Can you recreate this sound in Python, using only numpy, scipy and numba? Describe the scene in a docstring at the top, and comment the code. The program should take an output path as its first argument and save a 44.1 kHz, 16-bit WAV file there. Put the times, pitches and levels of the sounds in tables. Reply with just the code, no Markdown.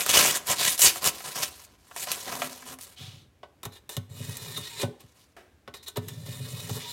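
"""Close at hand, a kitchen knife slices a held sheet of paper in strokes of crackling fibres with sharp snaps.
The sheet drops on a cardboard box, which hums low; then a sharpener slides hissing over the desk into place.
The blade knocks into the slot and is drawn through; a light, dull tap sounds, and the blade is drawn through a
second time: random grit rings the steel, struck modes make the plastic housing clack and the desk boom. A small
room with steady, mostly low air noise, in mono."""
import sys
import numpy as np
from scipy import signal
from scipy.fft import rfft, irfft, next_fast_len
from scipy.io import wavfile
from scipy.ndimage import uniform_filter1d, map_coordinates
from numba import njit

SR = 44100
rng = np.random.default_rng(int(sys.argv[2]) if len(sys.argv) > 2 else 0)


def unload_audio(sound):
    """Save the sound as a 16-bit wav file, at the path given as the first command line argument."""
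    columns = np.transpose(np.atleast_2d(sound))
    # keep every value between -1 and 1, then stretch to whole-number steps
    steps = np.round(np.clip(columns, -1, 1) * 32767)
    wavfile.write(sys.argv[1], SR, steps.astype(np.int16))


N = 305170
T = np.arange(N) / SR  # time [s]

# modes of the desk top: (frequency [Hz], t60 [s], level [dB])
DESK_MODES = [(98.4, 0.26, -5), (125.3, 0.095, 1.5), (169.6, 0.13, -7), (245.8, 0.25, -10),
              (414.5, 0.14, -10.5), (565, 0.058, -5)]
# resonances of the blade held in the slot: (frequency [Hz], width [Hz], relative level [dB])
BLADE_PEAKS = [(428, 30, 10.5), (526, 23, 4), (1110, 19, -53), (1830, 41, 19), (2075, 93, 10.5),
               (2444, 31, 11.5), (2880, 120, 5), (3584, 200, 7.5), (3730, 77, 9), (3900, 130, -3.5),
               (3740, 73.5, -2.5), (4070, 54, 9.5), (5400, 46, -4), (7150, 190, 1.5), (8290, 99, 3),
               (8800, 45, 1), (10630, 86, 1), (12500, 80, 5), (14200, 200, 2)]


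def undb(db):
    """Decibels to gain."""
    return 10 ** (np.asarray(db) / 20)


def unit(x):
    """Scale to rms 1."""
    return x / np.sqrt(np.mean(x ** 2) + 1e-20)


def add(track, s, sound):
    """Mix a sound into a track at a time in seconds."""
    i = max(int(s * SR), 0)
    track[i:i + len(sound)] += sound[:N - i]


def controls(rows):
    """A gate that is open while the rows last, then each column as a curve."""
    s, *columns = np.transpose(rows)
    is_open = (T >= s[0]) & (T <= s[-1])
    gate = uniform_filter1d(is_open * 1., size=180)
    return [gate] + [np.interp(T, s, c) for c in columns]


def walk(rate):
    """Random wander with spread near 1, in straight lines between `rate` knots a second."""
    knots = rng.standard_normal(2000)
    return 1.2 * np.interp(T * rate, np.arange(len(knots)), knots)


def grains(rate, spread_db):
    """Random tiny impulses, `rate` a second; with a wider spread most are weak and a few strong."""
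    size = undb(spread_db * np.minimum(rng.exponential(size=N), 4.5))
    struck = rng.random(N) < rate / SR
    return unit(struck * size * rng.choice([-1, 1], N))


def burst(t60, count=8000):
    """Noise that dies away by 60 dB in t60 seconds."""
    return rng.standard_normal(count) * undb(-60 * T[:count] / t60)


def ring(modes, count=16000):
    """Response of a struck body, one row a mode; neighbouring modes swing in opposite directions."""
    t = T[:count]
    return np.array([(-1) ** k * undb(db - 60 * t / t60) * np.sin(2 * np.pi * hz * t)
                     for k, (hz, t60, db) in enumerate(modes)])


def band(x, lo_hz, hi_hz):
    """Causal band-pass."""
    sos = signal.butter(3, [lo_hz, min(hi_hz, .48 * SR)], "band", fs=SR, output="sos")
    return signal.sosfilt(sos, x + 1e-18)


def colour(x, points, peaks=()):
    """Minimum-phase filter with a smooth spectrum and resonances standing on it."""
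    size = 4096
    f = np.arange(size // 2 + 1) * SR / size + 1  # the 1 Hz keeps the logarithm finite
    hz, db = np.transpose(points)
    smooth = undb(np.interp(np.log(f), np.log(hz), db))
    power = 1 + sum(undb(2 * d) / (1 + (2 * (f - c) / w) ** 2) * 2 for c, w, d in peaks)
    # folding the cepstrum onto positive time makes the filter causal
    cepstrum = irfft(np.log(smooth * np.sqrt(power)))
    cepstrum[1:size // 2] *= 2
    cepstrum[size // 2 + 1:] = 0
    return signal.oaconvolve(x, irfft(np.exp(rfft(cepstrum))))[:len(x)]


@njit
def resonate(x, hz, q):
    """Band-pass whose centre moves, gain 1 at the centre."""
    y, b, l = np.empty(len(x)), 0., 0.  # b and l: states of the two integrators
    for i in range(len(x)):
        g = np.tan(np.pi * hz[i] / SR)
        v = (b + g * (x[i] - l)) / (1 + g * (g + 1 / q))
        b, l, y[i] = 2 * v - b, l + 2 * g * v, v / q
    return y


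def flex(x, depth_db, rate):
    """Overlapping bands swell and fade on their own as the contact point moves."""
    size = next_fast_len(N, True)
    spectrum, f = rfft(x, size), np.arange(size // 2 + 1) * SR / size
    centres = np.geomspace(1200, 15000, 12)  # [Hz]
    out = np.zeros(N)
    for share in np.eye(len(centres)):
        part = irfft(spectrum * np.interp(f, centres, share), size)[:N]
        out += part * undb(depth_db * walk(rate))
    return out


def registers(x):
    """Body, middle and top of a sound, split near 1600 and 7000 Hz, each at rms 1."""
    size = next_fast_len(N, True)
    spectrum, f = rfft(x, size), np.arange(size // 2 + 1) * SR / size
    low, high = 1 / (1 + (f / 1600) ** 6), 1 / (1 + (f / 7000) ** 8)
    return [unit(irfft(spectrum * share, size)[:N]) for share in (low, high - low, 1 - high)]


def drift(x, share, rate_hz):
    """Let all resonances of a sound wander up and down together."""
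    return map_coordinates(x, [np.cumsum(1 + share * walk(rate_hz))], order=3, mode="mirror")


def stroke(start, length, attack_s, release_s, swell_db=0):
    """Gain of one movement: it rises, holds while swelling or fading, and dies away."""
    held = np.clip((T - start) / max(length, .002), 0, 1) - .5
    # attack and release are the times to change by 60 dB
    outside = np.maximum(start - T, 0) / attack_s + np.maximum(T - start - length, 0) / release_s
    return undb(swell_db * held - 60 * np.minimum(outside, 3))


def strokes(rows, attack_s, release_s):
    """Power of body, middle and top for each movement of a table: rows x 3 x N."""
    powers = []
    for s, length, db, swell_db, body_db, top_db, *_ in rows:
        levels = undb([db + body_db, db, db + top_db])
        shape = stroke(s, length, attack_s, release_s, swell_db)
        powers.append(np.outer(levels ** 2, shape ** 2))
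    return np.array(powers)


def air():
    """Steady room noise, mostly low, its level wandering slightly."""
    # colour of the room's air: (frequency [Hz], level [dB])
    air_colour = [(25, -19.5), (55, -3.5), (80, 3.5), (150, -10), (290, -8.5), (450, -13.5), (700, -18),
                  (1200, -22.5), (1570, -22), (2000, -23), (5000, -30.5), (12000, -36), (16000, -39.5)]
    level_db = -62.5 + .7 * walk(7.6)
    return undb(level_db) * unit(colour(rng.standard_normal(N), air_colour))


def room(x, early_db, tail_db, t60):
    """Desk and wall throw the sound back at once; a short, duller tail follows."""
    early, tail = np.zeros(N), np.zeros(N)
    add(early, .0015, burst(0.06))
    dull = [(60, 2.5), (300, 4.0), (2000, -3.5), (7000, -9.0), (16000, -9.0)]  # ([Hz], [dB])
    add(tail, .009, colour(burst(t60, count=20000), dull))
    response = undb(early_db) * early / np.linalg.norm(early) + undb(tail_db) * tail / np.linalg.norm(tail)
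    return x + signal.oaconvolve(x, response[:SR // 2])[:N]


def jolts():
    """The sharpener's feet jolt the desk, whose modes boom; a harder jolt wakes the higher ones."""
    # jolts: (time [s], level [dB], hardness [dB] gained by a mode two octaves above the lowest)
    jolt_rows = [(3.004, -37, -8.5), (3.075, -39.5, -12), (3.16, -47, -10), (3.661, -33.5, -5),
                 (3.972, -24, -8), (4.203, -28.5, -6), (4.283, -28, -11), (4.578, -36.5, 0),
                 (4.835, -22, 3.5), (4.881, -33, -2), (5.035, -45, -5), (5.680, -48, 13),
                 (5.975, -24.5, 1.5), (6.284, -27, -9), (6.402, -30.5, -6), (6.532, -29, -21),
                 (6.706, -22.5, -8), (6.752, -31, -13)]
    out, modes, hz = np.zeros(N), ring(DESK_MODES), np.array(DESK_MODES)[:, 0]
    height = np.log(hz / hz[0]) / np.log(4) * (hz > 200)
    for s, db, hardness_db in jolt_rows:
        add(out, s, undb(db + hardness_db * height) @ modes)
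    return out


def rumble(hardness_db, rate):
    """Rubber feet stick and slip: random pulses shake the desk's low modes most."""
    hz = np.array(DESK_MODES)[:, 0]
    boom = undb(hardness_db * (hz > 300)) @ ring(DESK_MODES)
    return unit(signal.oaconvolve(grains(rate, spread_db=0.0), boom)[:N])


def box():
    """The hollow box hums at one low, slightly wavering note as the settling sheet pumps its air."""
    # puffs of air: (time [s], length [s], level [dB])
    puffs = [(2.276, 0.071, -44), (2.432, 0.042, -41), (2.643, 0.018, -46.5), (2.71, .028, -46)]
    gain = sum(undb(db) * stroke(s, length, attack_s=.1, release_s=.11) for s, length, db in puffs)
    hz = 256 + 7 * walk(45)
    phase = 2 * np.pi * np.cumsum(hz) / SR
    return gain * undb(1.5 * walk(50)) * np.sin(phase)


def slide():
    """The sharpener hisses and judders across the desk top: coloured grains over stick-slip rumble."""
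    # the slide: (time [s], hiss level [dB], rumble level before trim [dB])
    slide_rows = [(2.96, -61, -67), (2.98, -49.5, -63), (2.996, -48, -39), (3.03, -45, -46),
                  (3.222, -61, -51.5), (3.302, -83, -62.5), (3.35, -90.5, -82)]
    # colour of the hiss: (frequency [Hz], level [dB])
    hiss_colour = [(180, -59.5), (300, -32), (398, -10.5), (645, -24), (749, -7), (814, -14), (1780, -15.5),
                   (3640, -3), (4670, -10), (12500, -24), (16000, -28)]
    gate, hiss_db, rumble_db = controls(slide_rows)
    hiss = unit(colour(grains(rate=6600, spread_db=2.0), hiss_colour))
    judder = undb(rumble_db - 6.5) * rumble(hardness_db=-10, rate=35)
    return gate * (undb(hiss_db) * hiss + judder)


def snaps():
    """A crease gives way or the sheet slaps down: a sharp crack and a short flutter."""
    # snaps: (time [s], crack level before trim [dB], flutter level before trim [dB])
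    snap_rows = [(.0074, -10.5, -44), (0.0631, -11, -24), (.0923, -4, -31), (.1407, -9, -37.5),
                 (.2508, -26, -20), (0.4703, -15.5, -40), (0.6498, -8, -30), (0.723, -11, -44),
                 (0.7785, -16.5, -45), (.7933, -10.5, -33), (.8184, 1, -30), (0.9589, -21, -34.5),
                 (1.0425, -7.5, -30), (1.0605, -11, -30), (1.0737, -3.5, -36), (1.2054, -34, -37.5),
                 (1.357, -22, -38), (1.4316, -13.5, -29.5), (1.9127, -46, -38.5), (1.9624, -34, -32.5),
                 (2.0242, -24, -50), (2.0712, -27, -31.5), (2.1169, -7, -34), (2.3265, -26, -30),
                 (2.419, -21, -20), (2.6254, -45, -41), (2.7876, -30, -43.5)]
    cracks, bodies = np.zeros(N), np.zeros(N)
    for s, crack_db, body_db in snap_rows:
        add(cracks, s, undb(crack_db - 15.0) * (burst(0.066) + 3.5 * burst(.007)))
        add(bodies, s, undb(body_db + 8.5) * (burst(.052) + 1.6 * burst(0.014)))
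    flutter = [(60, -35), (170, -29.5), (400, -8.0), (720, 3.5), (900, -1), (1150, 0), (2400, -5.5),
               (5000, -24), (16000, -44)]  # (frequency [Hz], level [dB])
    return band(cracks, 2200, 14000) + colour(bodies, flutter)


def paper():
    """Fibres part in dense crackles, bundles in lone ticks; they ring the flap as the sheet bends."""
    # the edge bites and runs through the sheet: (time [s], length [s], tearing level before trim [dB],
    # swell over the cut [dB], relative body [dB], relative fibre hiss [dB], ring of the free flap [Hz])
    cut_rows = [ (0.0, 0.029, -31, -2, -4.5, 0.5, 2400), (0.095, 0.022, -23.5, -1, -7, -1, 3200),
                (0.14, 0.071, -17, -2, -7.5, -2.5, 2900), (0.227, 0.085, -24, -6.5, -5.5, -1, 2550),
                (0.324, 0.048, -30.5, 5.5, -5.5, -1.5, 7340), (0.484, 0.045, -26.5, 1.5, -2, -1.5, 7400),
                (0.596, 0.088, -25, 3, -8.5, -2.5, 3900), (0.687, 0.064, -34, -4.5, -9.5, 4, 3900),
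                (0.798, .014, -30, 0.5, -13.5, 6.5, 7400), (0.822, .035, -20, 1, -9, 4.5, 7100),
                (0.865, .03, -18.5, -3.5, -11.5, -1.5, 4600), (1.053, 0.031, -24.5, 5, -5.5, 1, 7600),
                (1.362, 0.049, -35.5, -2.5, -2.5, -1.5, 5400), (1.43, 0.014, -28, -4, -9.5, -2.5, 5400), ]
    # the sheet slides on the blade, bends, settles or is brushed: (time [s], length [s],
    # level before trim [dB], swell [dB], relative body [dB], relative fibre hiss [dB])
    rustle_rows = [ (0.035, 0.047, -39.5, 3, -7, 0), (0.395, 0.05, -50.5, -3, 3, -5),
                   (0.566, 0.019, -37, 3, -8, -2), (0.912, 0.072, -42.5, 2.5, -6, 2.5),
                   (1.022, .026, -36.5, 6, -3, -1), (1.135, 0.092, -46.5, 2.5, -5.5, 1),
                   (1.245, 0.094, -43, -3, -1.5, 0.5), (1.455, 0.032, -41.5, -4.5, -7, 0),
                   (1.510, 0.14, -54.5, -0.5, -5, 1.5), (1.665, 0.093, -64, -2, -1.5, -5.5),
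                   (1.79, .085, -66, 3, -1, -3), (1.880, .075, -61, 4.5, -3, 1),
                   (1.964, 0.078, -39, 6, -5.5, 2), (2.070, 0.077, -36.5, 4, -5, -4),
                   (2.160, 0.12, -44.5, -3, -2.5, 1.5), (2.280, 0.021, -38.5, -1.5, 3, -6.5),
                   (2.315, .095, -42, -5, 0, 1), (2.425, 0.049, -40.5, -2, 1, 0.5),
                   (2.495, 0.18, -51.5, -8, -1.5, 0.5), (2.668, 0.074, -47.5, 0.5, 1, 2.5),
                   (2.812, 0.034, -49.5, 0.5, -9, 7), (2.860, 0.087, -58.5, -5, -5, 0),
                   (5.005, 0.013, -58, 1, -7, -4.5), (5.035, .29, -70.5, -5.5, -2, -3.5),
                   (5.160, 0.084, -64.5, -1.5, -11, -1.5), ]
    # colour of the paper: (frequency [Hz], level [dB])
    paper_colour = [(35, -49), (60, -17.5), (118, -6.5), (408, -4), (566, -5), (666, -6.5), (732, -0.5),
                    (882, -6.5), (991, -3.5), (1510, -2.5), (3270, 0), (4220, -1.5), (6740, 1), (13600, -4),
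                    (16000, -12.5)]
    # broad resonances of the held sheet: (frequency [Hz], width [Hz], relative level [dB])
    sheet_peaks = [(571, 47, 1), (776, 66, -4), (1010, 61, 4), (2623, 750, -6), (3150, 150, -12.5),
                   (3750, 300, -12)]
    slack_flap_hz, flap_q, flap_db = 4200, 4.7, -5.5  # the flap's ring between cuts, its sharpness and level
    cuts = strokes(cut_rows, attack_s=.065, release_s=0.063)
    rustle = strokes(rustle_rows, attack_s=0.059, release_s=0.054).sum(axis=0)
    power = cuts.sum(axis=0) + rustle
    # each cut pulls the flap taut at its own pitch
    flap_hz = (np.array(cut_rows)[:, -1] @ cuts[:, 1] + slack_flap_hz * rustle[1]) / power[1]
    fibres = grains(rate=4000, spread_db=3.0) * undb(1.8 * walk(170))
    bundles = .45 * grains(rate=420, spread_db=2.6)
    # the loose sheet adds lone ticks of its own
    looseness = 0.53 * rustle[1] / power[1]
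    crinkles = looseness * grains(rate=300, spread_db=0.75)
    crackle = (fibres + bundles + crinkles) / np.hypot(1, looseness)
    sheet = colour(crackle, paper_colour, sheet_peaks)
    flap = undb(flap_db) * resonate(sheet, flap_hz, flap_q)
    body, tear, hiss = registers(flex(sheet + flap, depth_db=2., rate=65))
    body_gain, tear_gain, hiss_gain = np.sqrt(power)
    return undb(-2.0) * body_gain * body + undb(-1.58) * tear_gain * tear + undb(-1.36) * hiss_gain * hiss


def tap():
    """A light, dull tap with a tick on top and a lingering ring while the knife is lifted."""
    # the tap: (time [s], level before trim [dB], t60 of its noise [s])
    tap_row = (5.366, -44.5, 0.36)
    # what the tap rings with: (frequency [Hz], t60 [s], relative level [dB])
    tap_modes = [(364, 0.33, -11), (680, 0.2, -1.5), (754, .27, -8), (1585, .8, -19), (1680, .28, -14)]
    s, db, t60 = tap_row
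    knock, ringing = np.zeros((2, N))
    add(knock, s, undb(db) * (burst(t60, count=14000) + 1.5 * burst(0.026, count=14000)))
    add(ringing, s, undb(db - 2.5) * ring(tap_modes).sum(axis=0))
    dull = [(100, -12), (300, 6.5), (700, 7.5), (1100, 1.5), (1600, 5.5), (3000, -4), (6000, -10.5),
            (16000, -19)]  # (frequency [Hz], level [dB])
    return ringing + colour(knock, dull)


def knocks():
    """Steel clicks against the slot; the plastic housing clacks and rattles briefly."""
    # knocks: (time [s], steel click before trim [dB], housing clack before trim [dB],
    # edge brightness relative to the click [dB])
    knock_rows = [(3.431, -41, -41, -18), (3.6313, -24.5, -43.5, 0), (3.6528, -20.5, -37, 0),
                  (3.8920, -20.5, -43.5, -1), (3.9668, -15.5, -39, -2.5), (4.369, -21.5, -57, 5),
                  (4.575, -24.5, -38.5, 5), (4.8299, -21, -27.5, -7), (5.005, -38.5, -54, 3.5),
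                  (5.6766, -28, -40.5, -13), (5.7394, -25.5, -49, -10.5), (5.882, -31, -46, 10),
                  (5.97, -20.5, -34, 1.5), (6.084, -21, -55, -0.5), (6.694, -32, -37, 9)]
    # modes of the plastic housing: (frequency [Hz], t60 [s], level before the tilt below [dB])
    housing_modes = [(424.4, 0.088, -1.5), (567, 0.12, -7), (723, 0.022, -3), (808, 0.078, -4.5),
                     (978, 0.055, -7.5), (1097, 0.052, -0.5), (1296, 0.022, 0), (1504, 0.096, -8),
                     (1785, 0.36, -43), (1930, 0.069, -14.5), (2000, 0.022, -8), (2650, 0.025, -19)]
    heavy_db, deep_hz = -32.5, 750  # a clack above this level favours the modes below this frequency
    clicks, edges, clacks, rattles = np.zeros((4, N))
    modes = ring(housing_modes, count=9000)
    deep = np.maximum(np.log2(deep_hz / np.array(housing_modes)[:, 0]), 0)  # octaves
    for s, click_db, clack_db, bright_db in knock_rows:
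        click = undb(click_db - 14) * (burst(0.034) + 0.92 * burst(0.004))
        add(clicks, s, click)
        add(edges, s, undb(bright_db) * click)
        # the heavier the blow, the more it wakes the deep modes
        body = undb(0.98 * (clack_db - heavy_db) * deep) @ modes
        chatter = burst(0.027, count=600)
        add(clacks, s, undb(clack_db) * signal.oaconvolve(body, chatter / np.linalg.norm(chatter)))
        add(rattles, s, undb(clack_db) * burst(0.1))
    # colours: (frequency [Hz], level [dB])
    click_colour = [(200, 3.5), (900, -27), (3000, 2.5), (4200, 1.0), (5500, -1), (9000, -24), (16000, -52)]
    edge_colour = [(1000, -47), (4000, -12), (6000, 1.5), (9000, 2.0), (13000, 3), (16000, -1)]
    rattle_colour = [(100, -17.0), (300, 4.5), (550, 3.0), (900, 4.5), (1700, -12), (3000, -4),
                     (6000, -21.5), (16000, -41.0)]
    steel = colour(clicks, click_colour, BLADE_PEAKS)
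    edge = colour(edges, edge_colour, BLADE_PEAKS)
    rattle = undb(6.0) * colour(rattles, rattle_colour)
    return steel + edge + clacks + rattle


def squeaks():
    """Stick-slip locks onto a resonance: under light pressure the parts sing in a narrow, wavering band."""
    # squeaks: (start [s], end [s], frequency [Hz], phase wander setting [Hz], level before trim [dB])
    squeak_rows = [(2.965, 3.003, 3150, 350, -46.5), (3.696, 3.79, 3870, 550, -57),
                   (4.7, 4.78, 926, 25.1, -51), (5.75, 5.857, 3870, 555, -56.5),
                   (5.863, 5.897, 3850, 604, -38.5), (6.826, 6.913, 960, 25, -48.5)]
    out = np.zeros(N)
    for start, end, hz, wander_hz, db in squeak_rows:
        swell = np.sin(np.linspace(0, np.pi, max(int((end - start) * SR), 2)))
        # the phase drifts at random, which widens the line
        wobble = uniform_filter1d(rng.standard_normal(N // 10), size=40)
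        phase = np.cumsum(2 * np.pi * hz / SR + np.sqrt(np.pi * wander_hz / SR) * wobble)
        add(out, start, undb(db + 1.5) * swell * np.sin(phase[:len(swell)]))
    return out


def scrape():
    """Abrasive grit plucks the edge and now and then catches; blade and housing ring, the drag shakes the desk."""
    # colour of the grit: (frequency [Hz], level [dB])
    grit_colour = [(180, -27.5), (300, 1), (486, 0), (537, -0.5), (667, -1.5), (961, 5.5), (1580, -8.5),
                   (1900, -16), (2250, -11.5), (3700, -6.5), (5080, -5.5), (14700, -17), (16000, -18)]
    # the edge grazes the slot as it goes in or slips out: (time [s], length [s], level [dB],
    # swell [dB], relative housing before trim [dB], relative fine grit [dB])
    graze_rows = [(3.635, .018, -48, -3, -3, -7), (3.722, 0.047, -54.5, 1, -1.5, -4),
                  (3.895, 0.058, -48, -1, 0, 1), (4.797, 0.035, -44, 5, 0, -0.5),
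                  (5.742, 0.034, -50, -8.5, -1.5, -4), (5.829, 0.015, -53, -4, -13, -0.5),
                  (5.863, 0.022, -47.5, 4, -6.5, -2), (5.959, .015, -46.5, 4, 5.5, -9)]
    # the blade is drawn through the slot: (time [s], length [s], time the light tip takes over [s],
    # drag on the desk before the tip [dB])
    pull_rows = [(4.1, 0.718, 4.62, -47), (6.026, .89, 6.79, -43.5)]
    # pressure on the edge, one list a pull: (time [s], scrape level before trim [dB])
    pressure_curves = [
        [(4.08, -65.5), (4.192, -45.5), (4.504, -44.5), (4.556, -45), (4.574, -38), (4.6, -45.5),
         (4.758, -42.5), (4.83, -37.5)],
        [(6.02, -60), (6.076, -58.5), (6.086, -44.5), (6.116, -53.5), (6.256, -55), (6.264, -45), (6.42, -47.5),
         (6.92, -40)],
    ]
    housing_db, rasp_db, fine_db = -9.5, -2, -3  # trims while the heel is in the slot
    tip_housing_db, tip_fine_db, tip_desk_db = -6, -4, -11  # change once only the tip is in the slot
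    grit = grains(rate=7000, spread_db=0.5) * undb(2.0 * walk(110))
    catches = .4 * grains(rate=220, spread_db=2.5)
    # the blade's resonances wander as the contact shifts
    blade = drift(colour(grit + catches, grit_colour, BLADE_PEAKS), share=.018, rate_hz=13)
    housing, rasp, fine = registers(flex(blade, depth_db=1.8, rate=35))
    desk = rumble(hardness_db=-7.5, rate=900)
    grazing = np.sqrt(strokes(graze_rows, attack_s=0.0083, release_s=0.098).sum(axis=0))
    out = (grazing * [undb(-2.5) * housing, rasp, fine]).sum(axis=0)
    for (s, length, tip_s, drag_db), pressure in zip(pull_rows, pressure_curves):
        # the thin tip drives housing and desk far less than the heel of the blade
        tip = np.clip((T - tip_s) / 0.02, 0, 1)
        steel = undb(housing_db + tip_housing_db * tip) * housing
        steel = steel + undb(rasp_db) * rasp + undb(fine_db + tip_fine_db * tip) * fine
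        drag = undb(drag_db + tip_desk_db * tip) * desk
        press = undb(np.interp(T, *np.transpose(pressure)))
        out = out + stroke(s, length, attack_s=0.061, release_s=0.045) * (press * steel + drag)
    return out


def scene():
    """Paper, then sharpener, at arm's length on a desk; the same signal on both channels."""
    near = paper() + snaps() + box() + slide() + scrape() + squeaks() + knocks() + tap()
    mono = room(near, early_db=-8.5, tail_db=-17, t60=0.41) + jolts() + air()
    return np.array([mono, mono])


def record(dry):
    """The microphone rounds the loudest cracks and loses the deep bass; the recorder cuts the top."""
    rounded = .8 * np.tanh(dry / .8)
    thin = signal.sosfilt(signal.butter(4, 42, "high", fs=SR, output="sos"), rounded)
    return signal.sosfilt(signal.ellip(10, .2, 80, 15900, fs=SR, output="sos"), thin)


dry = scene()
out = record(dry)
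unload_audio(out)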